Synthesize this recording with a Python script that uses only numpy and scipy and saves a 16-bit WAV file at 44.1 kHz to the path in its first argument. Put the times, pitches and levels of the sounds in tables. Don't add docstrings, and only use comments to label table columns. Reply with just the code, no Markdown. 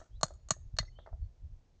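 import sys
import numpy as np
from scipy import signal
from scipy.fft import rfft, irfft, next_fast_len
from scipy.io import wavfile
from scipy.ndimage import uniform_filter1d

SR = 44100
rng = np.random.default_rng(int(sys.argv[2]) if len(sys.argv) > 2 else 0)


def dump_mix(stems):
    frames = np.atleast_2d(stems).T
    limited = np.clip(frames, -1, 1)
    pcm = np.round(limited * 32767).astype(np.int16)
    wavfile.write(sys.argv[1], SR, pcm)


N = 79380


def amp(db):
    return 10 ** (np.asarray(db) / 20)


def unit(x):
    return x / np.sqrt(np.mean(x ** 2) + 1e-20)


def read(points, hz):
    f, value = np.transpose(points)
    return np.interp(np.log(hz + 1), np.log(f + 1), value)


def add(mix, s, sound):
    at = round(s * SR)
    sound = sound[max(-at, 0):]
    part = mix[max(at, 0):][:len(sound)]
    part += sound[:len(part)]


def noise(spectrum, size, colour=((1, 0), (2, 0))):
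    hz = np.fft.rfftfreq(size, 1 / SR)
    z = amp(read(spectrum, hz)) * np.exp(2j * np.pi * rng.random(len(hz)))
    return irfft(z * amp(read(colour, hz)), size) / irfft(z, size).std()


def ring(modes, t, colour):
    return sum((-1) ** k * amp(db + read(colour, hz) - 60 * t / t60) * np.sin(2 * np.pi * hz * t)
               for k, (hz, db, t60) in enumerate(modes))


# t/s, strength/dB, gain/dB in each of five colour bands, gain/dB of each of three steel modes
BLOWS = [(-0.04, -3, 7.5, 8.5, -1, 0.5, -5.5, -18, -7.5, -18),
         (0.2311, -1, 4.5, -2, 1.5, -1, -2.5, -6.5, -10, -5),
         (0.5065, -2, 1, 4.5, 0, 2, -2.5, -19, 6, -13.5),
         (0.7863, 0.5, -7, 3.5, 3.5, -7.5, -16, -2, -2.5, -24)]
COLOUR_HZ = [1100, 2500, 4300, 6500, 8000]
# f/Hz, level/dB
CRACK_SPECTRUM = [(100, -18.5), (480, -12.5), (630, 0.5), (790, -11), (1150, 0), (1850, -6.5),
                  (2350, -12.5), (3300, -9.5), (4450, -2.5), (5000, -5.5), (6500, 6), (8000, -3),
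                  (9200, -10), (14000, -26)]
# f/Hz, level/dB, T60/s
STONE_MODES = [(635, -25, .03), (900, -28, .018), (1050, -28, .018), (1180, -21, .025), (1480, -36, .02),
               (1760, -33, .025), (2900, -40, .03), (4000, -33, .025), (4312, -25, .042), (5690, -34, .025),
               (6500, -27, .04), (6790, -28, .048), (7260, -34, .035), (7850, -31, .028)]

def hammer():
    snap_db, snap_t60_s = -17.5, .013
    grit_db, grit_t60_s = -27, .048
    attack_s, stone_rise_s, scatter_db = .0007, .00075, -21
    out, t = np.zeros(N), np.arange(SR * 3 // 4) / SR
    for s, db, knock, middle, clink, treble, top, *ring_db in BLOWS:
        colour = list(zip(COLOUR_HZ, (knock, middle, clink, treble, top)))
        brighter = colour + [(8800, top + 3.5)]
        snap = amp(snap_db - 60 * t / snap_t60_s) * noise(CRACK_SPECTRUM, len(t), brighter)
        grit = amp(grit_db - 60 * t / grit_t60_s) * noise(CRACK_SPECTRUM, len(t), colour)
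        crack = np.minimum(t / attack_s, 1) * (snap + grit)
        stone = (1 - np.exp(-(t / stone_rise_s) ** 2)) * ring(STONE_MODES, t, colour)
        hit = crack + stone
        add(out, s, amp(db) * (hit + steel(t, ring_db) + amp(scatter_db) * scatter(crack)))
        add(out, s - .0198, amp(db - 28.5) * hit)
    return out


# f/Hz, spread/Hz, level/dB, T60/s
STEEL_MODES = [(4355, 80, -59, .48), (6510, 190, -57, .29), (6815, 18, -58, .46)]

def steel(t, ring_db):
    out = np.zeros(len(t))
    for (hz, spread_hz, db, t60), extra_db in zip(STEEL_MODES, ring_db):
        offsets, phases = rng.random(size=(2, 6, 1))
        partials_hz = hz + spread_hz * (2 * offsets - 1)
        cluster = np.sin(2 * np.pi * (partials_hz * t + phases)).sum(0)
        out += amp(db + extra_db - 60 * t / t60) * unit(cluster) / np.sqrt(2)
    return out


# f/Hz, T60/s
RUBBLE_DECAY = [(200, .25), (700, .24), (2500, .2), (4300, .21), (6600, .23), (9000, .22)]
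# f/Hz, level/dB
RUBBLE_SPECTRUM = [(300, 5.5), (1200, 1), (2800, -2), (4300, 1), (5300, -5), (6700, -2.5), (8500, -0.5)]

def scatter(x):
    uneven_db, facet_s, delay_s = 7.5, .003, .004
    size = SR // 2
    rocks = np.clip(rng.standard_normal(1000), -2, 2)
    facets = np.interp(np.arange(size) / SR / facet_s, np.arange(1000), rocks)
    echoes = rng.standard_normal(size) * amp(uneven_db * facets)
    hz, t, bands = signal.stft(echoes, SR, nperseg=256)
    decay = amp(read(RUBBLE_SPECTRUM, hz)[:, None] - 60 * t / read(RUBBLE_DECAY, hz)[:, None])
    tail = signal.istft(bands * decay, SR, nperseg=256)[1]
    tail *= np.clip(np.arange(len(tail)) / SR / delay_s - 1, 0, 1)
    return signal.fftconvolve(x, tail / np.linalg.norm(tail))[:len(x)]


# t/s, level/dB
GUSTS = [(0, -47), (0.079, -89), (0.103, -53.5), (.155, -43.5), (0.222, -51.5), (.29, -54), (0.352, -47),
         (.4, -64.5), (0.467, -48), (.5, -60), (.58, -51.5), (0.682, -43), (0.712, -63.5), (.742, -35.5),
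         (.775, -53), (0.813, -35.5), (.86, -49.5), (1.0, -52), (1.102, -62.5), (1.136, -34), (1.17, -54),
         (1.227, -33), (1.279, -48.5), (1.37, -67.5), (1.453, -38), (1.488, -57), (1.525, -42.5),
         (1.629, -67.5), (1.8, -64.5)]
# f/Hz, level/dB
EDDY_SPECTRUM = [(10, -23.5), (28, 7), (50, 4), (90, 0), (130, -11), (180, -27.5), (260, -39.5),
                 (500, -57.5), (2000, -100)]
# f/Hz, level/dB
HISS_SPECTRUM = [(30, 4), (150, 3.5), (300, -3), (600, -6), (1200, -16.5), (2500, -20.5), (6500, -20.5),
                 (8000, -30.5), (9000, -30.5), (11000, -16)]

def wind():
    eddies = noise(EDDY_SPECTRUM, N)
    power = uniform_filter1d(uniform_filter1d(eddies ** 2, size=900), size=900)
    eddies /= np.sqrt(power + 0.09)
    gusts = amp(np.interp(np.arange(N) / SR, *np.transpose(GUSTS)))
    return gusts * eddies + amp(-72) * noise(HISS_SPECTRUM, N)


# t/s, level/dB, brightness/dB, pitch ratio
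LANDINGS = [(0.014, -43.5, -6, 1.017), (0.3055, -44, -9.5, 0.96), (0.564, -51.5, -14, .97),
            (0.828, -50, 6.5, 0.97), (0.987, -44, -3.5, 0.975), (1.061, -48, 7, 1.1),
            (1.0725, -40, -10.5, 1), (1.088, -60, 8, .87), (1.128, -45, -14.5, 1.06)]
# f/Hz, level/dB, T60/s (at pitch ratio 1)
CHIP_MODES = [(380, -13.5, 0.034), (625, 2, 0.028), (853.2, 4, 0.0083), (1305, -2.5, 0.021),
              (1340, -13, .026), (1860, -17, 0.032)]
# f/Hz, level/dB
CHIP_SPECTRUM = [(200, -11.5), (400, -7.5), (600, -3), (1400, -6), (1950, -10), (2500, -35), (4500, -27),
                 (8000, -51)]

def chips():
    rise_s, grit_db, grit_t60_s, scatter_db = .0027, -7.5, .04, -14.5
    out, t = np.zeros(N), np.arange(SR // 5) / SR
    for s, db, bright_db, pitch in LANDINGS:
        colour = [(700, 0.0047), (1600, bright_db)]
        grit = amp(grit_db - 60 * t / grit_t60_s) * noise(CHIP_SPECTRUM, len(t), colour)
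        knock = ring(CHIP_MODES, t * pitch, colour)
        add(out, s, amp(db) * np.minimum(t / rise_s, 1) * (grit + knock))
    return out + amp(scatter_db) * scatter(out)


# t/s, duration/s, start f/Hz, end f/Hz, level/dB, relative rms frequency deviation
BIRD_NOTES = [(0.105, 0.076, 3040, 3602, -79.5, .015), (0.148, 0.04, 3810, 4000, -71.5, 0.021),
              (0.791, .026, 2060, 1986, -46, .015), (0.877, 0.017, 1985, 2090, -60.5, .015),
              (0.856, 0.044, 5420, 5540, -70.5, 0.036), (0.912, .045, 2980, 3060, -79, 0.0096),
              (0.953, .03, 3006, 3144, -64.5, 0.0069), (0.98, 0.032, 3250, 3495, -65, 0.072),
              (0.992, 0.071, 3610, 3320, -72, 0.072), (1.206, 0.075, 4280, 4400, -83, .014)]

def birds():
    out = np.zeros(N)
    for s, length, start_hz, end_hz, db, deviation in BIRD_NOTES:
        t = np.arange(0, length, 1 / SR)
        waver = unit(uniform_filter1d(rng.standard_normal(SR // 4), size=70))[:len(t)]
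        glide_hz = start_hz + (end_hz - start_hz) * t / length
        phase = 2 * np.pi * np.cumsum(glide_hz * (1 + deviation * waver)) / SR
        add(out, s, amp(db) * np.sin(np.pi * t / length) * np.sin(phase))
    return out + amp(-18) * scatter(out)


# t/s, level/dB, f/Hz
THUDS = [(0.2345, -30, 145.5), (0.512, -31, 142.3), (0.8, -30.5, 104)]

def ground():
    rise_s = .0047
    out, t = np.zeros(N), np.arange(SR // 8) / SR
    envelope = (t / rise_s * np.exp(1 - t / rise_s)) ** 2
    for s, db, hz in THUDS:
        add(out, s, amp(db) * envelope * np.sin(2 * np.pi * hz * t))
    return out


def scene():
    return (hammer() + wind() + chips() + birds() + ground())[None]


# f/Hz, level/dB
MIC_RESPONSE = [(7800, 0), (8600, -4), (9300, -13), (9900, -31.5), (12000, -29.5)]

def record(dry):
    size = next_fast_len(N + SR // 10)
    response = amp(read(MIC_RESPONSE, np.fft.rfftfreq(size, 1 / SR)))
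    dull = irfft(rfft(dry, size) * response, size)[:, :N]
    band_limit = signal.firwin(255, cutoff=12200, window=("kaiser", 9), fs=SR)
    return signal.oaconvolve(dull, band_limit[None], "same")


dry = scene()
out = record(dry)
dump_mix(out)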